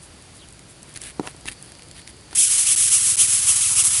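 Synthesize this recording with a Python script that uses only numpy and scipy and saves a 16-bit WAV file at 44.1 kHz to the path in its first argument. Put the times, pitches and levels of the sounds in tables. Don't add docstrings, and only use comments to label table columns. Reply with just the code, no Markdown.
import sys
import numpy as np
from scipy import signal
from scipy.fft import rfft, irfft
from scipy.io import wavfile
from scipy.ndimage import uniform_filter1d

SR = 44100
rng = np.random.default_rng(int(sys.argv[2]) if len(sys.argv) > 2 else 0)


def transcribe(u):
    v = np.clip(np.atleast_2d(u).T, -1, 1)
    q = np.round(v * 32767).astype(np.int16)
    wavfile.write(sys.argv[1], SR, q)


N = 176400
T = np.arange(N) / SR

# (frequency [Hz], gain [dB])
AIR_COLOUR = [(20, -22), (37, -13), (59, 3), (100, -1), (150, -1), (220, -8), (350, -7), (440, -11),
              (600, -12), (1140, -17), (3300, -18.5), (5500, -21), (7300, -21.5), (10500, -17.5),
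              (12000, -23.5)]
# (time [s], gain [dB])
INSECT_SWELL = [(0, 1), (.8, -3), (1.6, 4), (1.9, 3), (2.3, 2)]
# (time [s], level [dB])
ENGINE_FADE = [(0, -95), (1.5, -67), (2.4, -60), (2.8, -50.5), (2.92, -47.5), (3.4, -44.5), (4, -46.5)]
# (frequency [Hz], gain [dB])
EXHAUST_COLOUR = [(30, -28), (60, -13.5), (90, 4.5), (125, -3), (170, -13.5), (230, -11.5), (400, -47.5),
                  (2000, -44)]
# (time [s], level [dB], contact [ms])
BUMPS = [(1.1967, -5, 0.64), (1.2102, -14, 0.92), (1.212, -20, 1.3), (1.274, -22.5, 0.11),
         (1.347, -32, 0.57), (1.456, -26, 0.47), (2.3299, -29.5, .15)]
# (frequency [Hz], gain [dB], t60 [s])
CASE_MODES = [(190, -11.5, 0.042), (299, -8, 0.037), (380, -12.5, 0.025), (770, -10.5, 0.024),
              (927, -9, 0.02), (1330, -1, 0.008)]
# (frequency [Hz], gain [dB])
RUB_COLOUR = [(100, -14), (400, 3.5), (1000, 0.5), (2500, -14), (8000, -19)]
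# (time [s], level [dB])
CLACKS = [(1.274, -25), (1.4815, -21), (1.4824, -28), (1.4854, -17), (2.3302, -38)]
# (frequency [Hz], gain [dB], t60 [s])
CLACK_MODES = [(1050, -39, 0.0057), (1840, -7, 0.018), (2200, -8, 0.009), (2680, 0, 0.013),
               (3500, -29, .008), (6300, -21, .012)]
# (time [s], level [dB],
# relative mid-range knock [dB])
TICKS = [(.487, -28.5, -8), (.526, -29, -20), (.593, -24, -8), (.830, -21.5, -25), (.940, -24.5, -22),
         (.960, -23.5, 2.5), (.964, -23, 2.5), (.974, -18.5, -4.5), (1.017, -15, -10), (1.024, -24, -17),
         (1.037, -16, -23), (1.197, -30.5, 9.5), (1.269, -21, -26), (1.2751, -24, 1), (1.457, -23, 0),
         (1.470, -29, -14), (1.4765, -17.5, -5), (1.486, -13, -15), (1.523, -29, -6), (1.626, -21, -15),
         (1.660, -28, -14), (1.720, -21.5, -9.5), (1.752, -32, 4), (1.794, -36, 6.5), (1.822, -24, -5),
         (1.913, -24.5, -5), (2.017, -36, 7), (2.076, -22, -2), (2.084, -27, -12), (2.310, -32, 1),
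         (2.33, -31, 7)]
# (start [s], length [s], level [dB], relative mid-range [dB])
SCRAPES = [(0.017, 0.053, -44, -21), (0.876, .05, -49, -2.5), (0.344, 0.045, -47, -23),
           (0.681, .05, -46, -23), (0.945, 0.041, -43, -0.5), (1.002, 0.12, -36.5, -4.5),
           (1.234, 0.088, -42.5, -5), (1.454, 0.05, -35.5, -2), (1.502, 0.038, -40, -4.5),
           (1.58, .14, -48.5, -5.5), (1.945, 0.076, -44.5, -1), (2.074, .04, -46, -7),
           (2.306, 0.083, -43.5, -2.5)]
# (frequency [Hz], gain [dB])
TICK_COLOUR = [(500, -24), (3000, -12.5), (6000, -2.5), (8000, 1.5), (10000, 7.5), (12000, -2.5)]
# (frequency [Hz], gain [dB])
GRIT_COLOUR = [(200, 5), (1000, -10), (1800, 5), (2700, 3), (4200, 3), (7000, -2.5), (12000, -15.5)]
# (start [s], end [s], fastest point [share of length], level [dB],
# top tooth rate [Hz], fade at start [dB], fade at end [dB], mid ring [dB], hollow ring [dB])
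STROKES = [(2.350, 2.369, 0.51, -16.5, 2196, -10, -8, -0.5, -1),
           (2.369, 2.484, .2, -12.5, 3400, -5.5, -6, -2.5, -17),
           (2.483, 2.568, .55, -15.5, 2398, -7, -2, -1.5, 0), (2.568, 2.646, .28, -15, 2553, -5, -4, -1, 0),
           (2.646, 2.708, 0.69, -16, 3054, -4.5, 1.5, 2, 1.5),
           (2.708, 2.754, 0.26, -13.5, 2692, -3, -9.5, -0.5, -3),
           (2.760, 2.896, .42, -15, 2445, -3, -3.5, -2, -2.5),
           (2.897, 3.004, .38, -12, 2900, -10, -8.5, -2.5, 2.5),
           (3.005, 3.159, 0.49, -15.5, 2203, -4.5, -6.5, -1.5, -1),
           (3.167, 3.270, 0.41, -11, 3145, -13, -11, -1, 0.5),
           (3.271, 3.406, 0.52, -15.5, 2401, -4.5, -4, -1.5, 1),
           (3.406, 3.462, 0.5, -18.5, 1705, -3.5, -2.5, -0.5, 5),
           (3.462, 3.555, .33, -12.5, 3013, -8.5, -9, -2, 6.5),
           (3.556, 3.608, .15, -16, 1098, -2, -7, -1, 4), (3.608, 3.698, .35, -16.5, 2998, 1, -2, 0, 3),
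           (3.699, 3.753, .30, -16.5, 1151, -2.5, -7, -3.5, 5.5),
           (3.753, 3.835, .46, -12, 3244, -9, -11, -1, 6),
           (3.836, 3.906, .25, -14.5, 2306, -3, -8.5, -4, 5),
           (3.903, 4.007, .45, -17, 2002, -3.5, -3, 0.5, 5)]
# (tooth rate [share], level [dB], spacing scatter [share], strength scatter [dB])
FILES = [(0.99, 0.5, .13, 1.6), (.43, -2.5, .16, 2.5)]
# (frequency [Hz], gain [dB])
SHELL_EDGE = [(300, -65), (2000, -50), (3900, -23.5), (4600, -15.5), (5500, -10), (6300, -5.5), (7200, -5),
              (7900, -1), (8900, -1), (9700, 2.5), (10900, 2), (12500, -8)]
# (frequency [Hz], gain [dB])
SHELL_BODY = [(300, -38), (800, -21.5), (1600, -9), (2200, -2), (3100, 2.5), (4000, -1), (5500, -5.5),
              (8000, -23), (12000, -38)]
# (frequency [Hz], gain [dB])
SHELL_HOLLOW = [(300, -19), (600, -6.5), (950, -0.5), (1300, 1.5), (1650, -9), (3000, -25), (8000, -40)]

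TURN_RATE_HZ = 900
FULL_BITE_HZ, SLOW_BITE_DB = 2500, -8.5
CHATTER, CHATTER_FADE_HZ = .2986, (2550, 3000)


def amp(db):
    return 10 ** (np.asarray(db) / 20)


def unit(x):
    return x / np.std(x)


def drift(rate_hz):
    hold = int(SR / rate_hz)
    return unit(uniform_filter1d(np.repeat(rng.standard_normal(N // hold + 1), hold), hold)[:N])


def low_cut(x, hz):
    return signal.sosfilt(signal.butter(2, hz, "high", fs=SR, output="sos"), x)


def colour(x, points, size=8192):
    hz, db = np.array(points).T
    gain = amp(np.interp(np.log(np.fft.rfftfreq(size, 1 / SR) + 1), np.log(hz), db))
    cepstrum = irfft(np.log(gain))
    cepstrum[1:size // 2] *= 2
    cepstrum[size // 2 + 1:] = 0
    response = irfft(np.exp(rfft(cepstrum)))
    return signal.fftconvolve(x, response / np.linalg.norm(response))[:N]


def clicks(times, sizes, order=6):
    at = np.asarray(times)[:, None] * SR
    taps = at.astype(int) + np.arange(1 - order, order + 1)
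    weights = np.sinc(taps - at) * np.sinc((taps - at) / order) * np.asarray(sizes)[:, None]
    return np.bincount(np.clip(taps, 0, N).ravel(), weights.ravel(), N + 1)[:N]


def ring(x, modes):
    t = T[:N // 20]
    response = sum(amp(db - 60 * t / t60) * np.cos(2 * np.pi * hz * t) for hz, db, t60 in modes)
    return signal.fftconvolve(x, response)[:N]


def swell(start, length):
    return np.sqrt(np.abs(np.sin(np.pi * np.clip((T - start) / length, 0, 1))))


def grains(per_s, spread_db):
    hits = (rng.random(N) < per_s / SR) * rng.choice([-1, 1], N)
    return unit(hits * amp(spread_db * rng.standard_normal(N)))


def air(level_db=-45.5):
    return colour(rng.standard_normal(N), AIR_COLOUR) * amp(level_db + .4 * drift(12))


def insects(hz=4630, width_hz=680, level_db=-60):
    band = [(hz + widths * width_hz, db) for widths, db in
            [(-2, -40), (-.5, -5), (0, 0), (.5, -5), (2, -40)]]
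    swell_db = np.interp(T, *np.array(INSECT_SWELL).T)
    return colour(rng.standard_normal(N), band) * amp(level_db + swell_db + 1.3 * drift(14))


def bird(start=.392, length=.066, from_hz=4000, to_hz=2800, level_db=-47):
    pitch = np.interp(T, [start, start + length], [from_hz, to_hz]) * (1 + .076 * drift(700))
    envelope = amp(level_db + 2.6 * drift(84.8)) * swell(start, length)
    return envelope * np.sin(2 * np.pi * np.cumsum(pitch) / SR)


def engine(firing_hz=18.6, first_firing_s=.0585):
    times = first_firing_s + np.arange(80) / firing_hz
    firings = clicks(times, amp(1.4 * rng.standard_normal(len(times))))
    return unit(colour(firings, EXHAUST_COLOUR)) * amp(np.interp(T, *np.array(ENGINE_FADE).T))


def case_bumps():
    push = np.zeros(N)
    for time, db, contact_ms in BUMPS:
        half_s = contact_ms / 2000
        push += amp(db) * np.exp(-((T - time) / half_s) ** 2) / (np.sqrt(np.pi) * half_s * SR)
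    return low_cut(ring(push, CASE_MODES), hz=170)


def finger_rub(start=1.222, length=.07, level_db=-37.5):
    return amp(level_db) * colour(swell(start, length) * grains(per_s=1500, spread_db=1), RUB_COLOUR)


def handling_clacks():
    times, db = np.array(CLACKS).T
    return ring(clicks(times, amp(db)), CLACK_MODES)


def legs(tick_decay_s=.0011, strays_per_s=16):
    bright, dull = np.zeros((2, N))
    for time, db, mid_db in TICKS:
        burst = .5 * amp(db) * (T >= time) * np.exp(-np.abs(T - time) / tick_decay_s)
        bright += burst
        dull += amp(mid_db) * burst
    bright *= rng.standard_normal(N)
    dull *= rng.standard_normal(N)
    for start, length, db, mid_db in SCRAPES:
        drag = amp(db) * swell(start, length) * grains(per_s=2500, spread_db=5)
        bright += drag
        dull += amp(mid_db) * drag
    strays = amp(-35) * (rng.random(N) < strays_per_s / SR) * rng.uniform(1, 4.9, N)
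    return colour(bright + strays, TICK_COLOUR) + colour(dull, GRIT_COLOUR)


def abdomen(tremor_db=.58):
    rate = np.full(N, float(TURN_RATE_HZ))
    force, chatter = np.zeros((2, N))
    body_send, hollow_send = np.ones((2, N))
    for start, end, fastest, db, top_hz, in_db, out_db, body_db, hollow_db in STROKES:
        on = (T >= start) & (T < end)
        phase = np.interp((T[on] - start) / (end - start), [0, fastest, 1], [0, .5, 1])
        speed = np.sin(np.pi * phase)
        rate[on] = TURN_RATE_HZ + (top_hz - TURN_RATE_HZ) * speed ** .6
        force[on] = amp(db + np.where(phase < .5, in_db, out_db) * (1 - speed))
        chatter[on] = speed * np.interp(top_hz, CHATTER_FADE_HZ, [CHATTER, 0])
        body_send[on], hollow_send[on] = amp(body_db * speed), amp(hollow_db)
    force = uniform_filter1d(force, size=130) * amp(tremor_db * drift(90))
    return rate, force, chatter, body_send, hollow_send


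def toothed_file(rate, chatter, scatter, scatter_db, speed_wobble=.12):
    hz = rate * np.exp(speed_wobble * drift(170))
    gap, strength, jitter = rng.standard_normal((9000, 3)).T
    travel = np.cumsum(hz) / SR
    positions = np.cumsum(np.exp(scatter * gap))
    times = np.interp(positions[positions < travel[-1]], travel, T)
    times += np.interp(times, T, chatter / hz) * jitter[:len(times)]
    return unit(clicks(times, amp(scatter_db * strength[:len(times)])) / np.sqrt(hz))


def stridulation(friction_db=-8.5, body_db=-15.5, hollow_db=-33.5):
    rate, force, chatter, body_send, hollow_send = abdomen()
    first, second = (amp(db) * toothed_file(share * rate, chatter, scatter, scatter_db)
                     for share, db, scatter, scatter_db in FILES)
    roughness = second + amp(friction_db) * rng.standard_normal(N)
    bite = amp(np.interp(rate, [TURN_RATE_HZ, FULL_BITE_HZ], [SLOW_BITE_DB, 0]))
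    teeth = (first + bite * roughness) / np.sqrt(1 + bite ** 2 * np.var(roughness))
    rasp = low_cut(teeth, hz=500) * force
    body = amp(body_db) * colour(rasp * body_send, SHELL_BODY)
    hollow = amp(hollow_db) * colour(rasp * hollow_send, SHELL_HOLLOW)
    return colour(rasp, SHELL_EDGE) + body - hollow


def scene():
    close = stridulation() + legs() + handling_clacks() + case_bumps() + finger_rub()
    background = engine() + air() + insects() + bird()
    return np.tile(close + background, (2, 1))


def record(dry, ceiling=.8, top_hz=11160):
    rounded = dry / (1 + (dry / ceiling) ** 8) ** (1 / 8)
    high_cut = signal.firwin(601, top_hz, window=("kaiser", 9), fs=SR)
    return signal.fftconvolve(rounded, high_cut[None], mode="same", axes=1)


dry = scene()
out = record(dry)
transcribe(out)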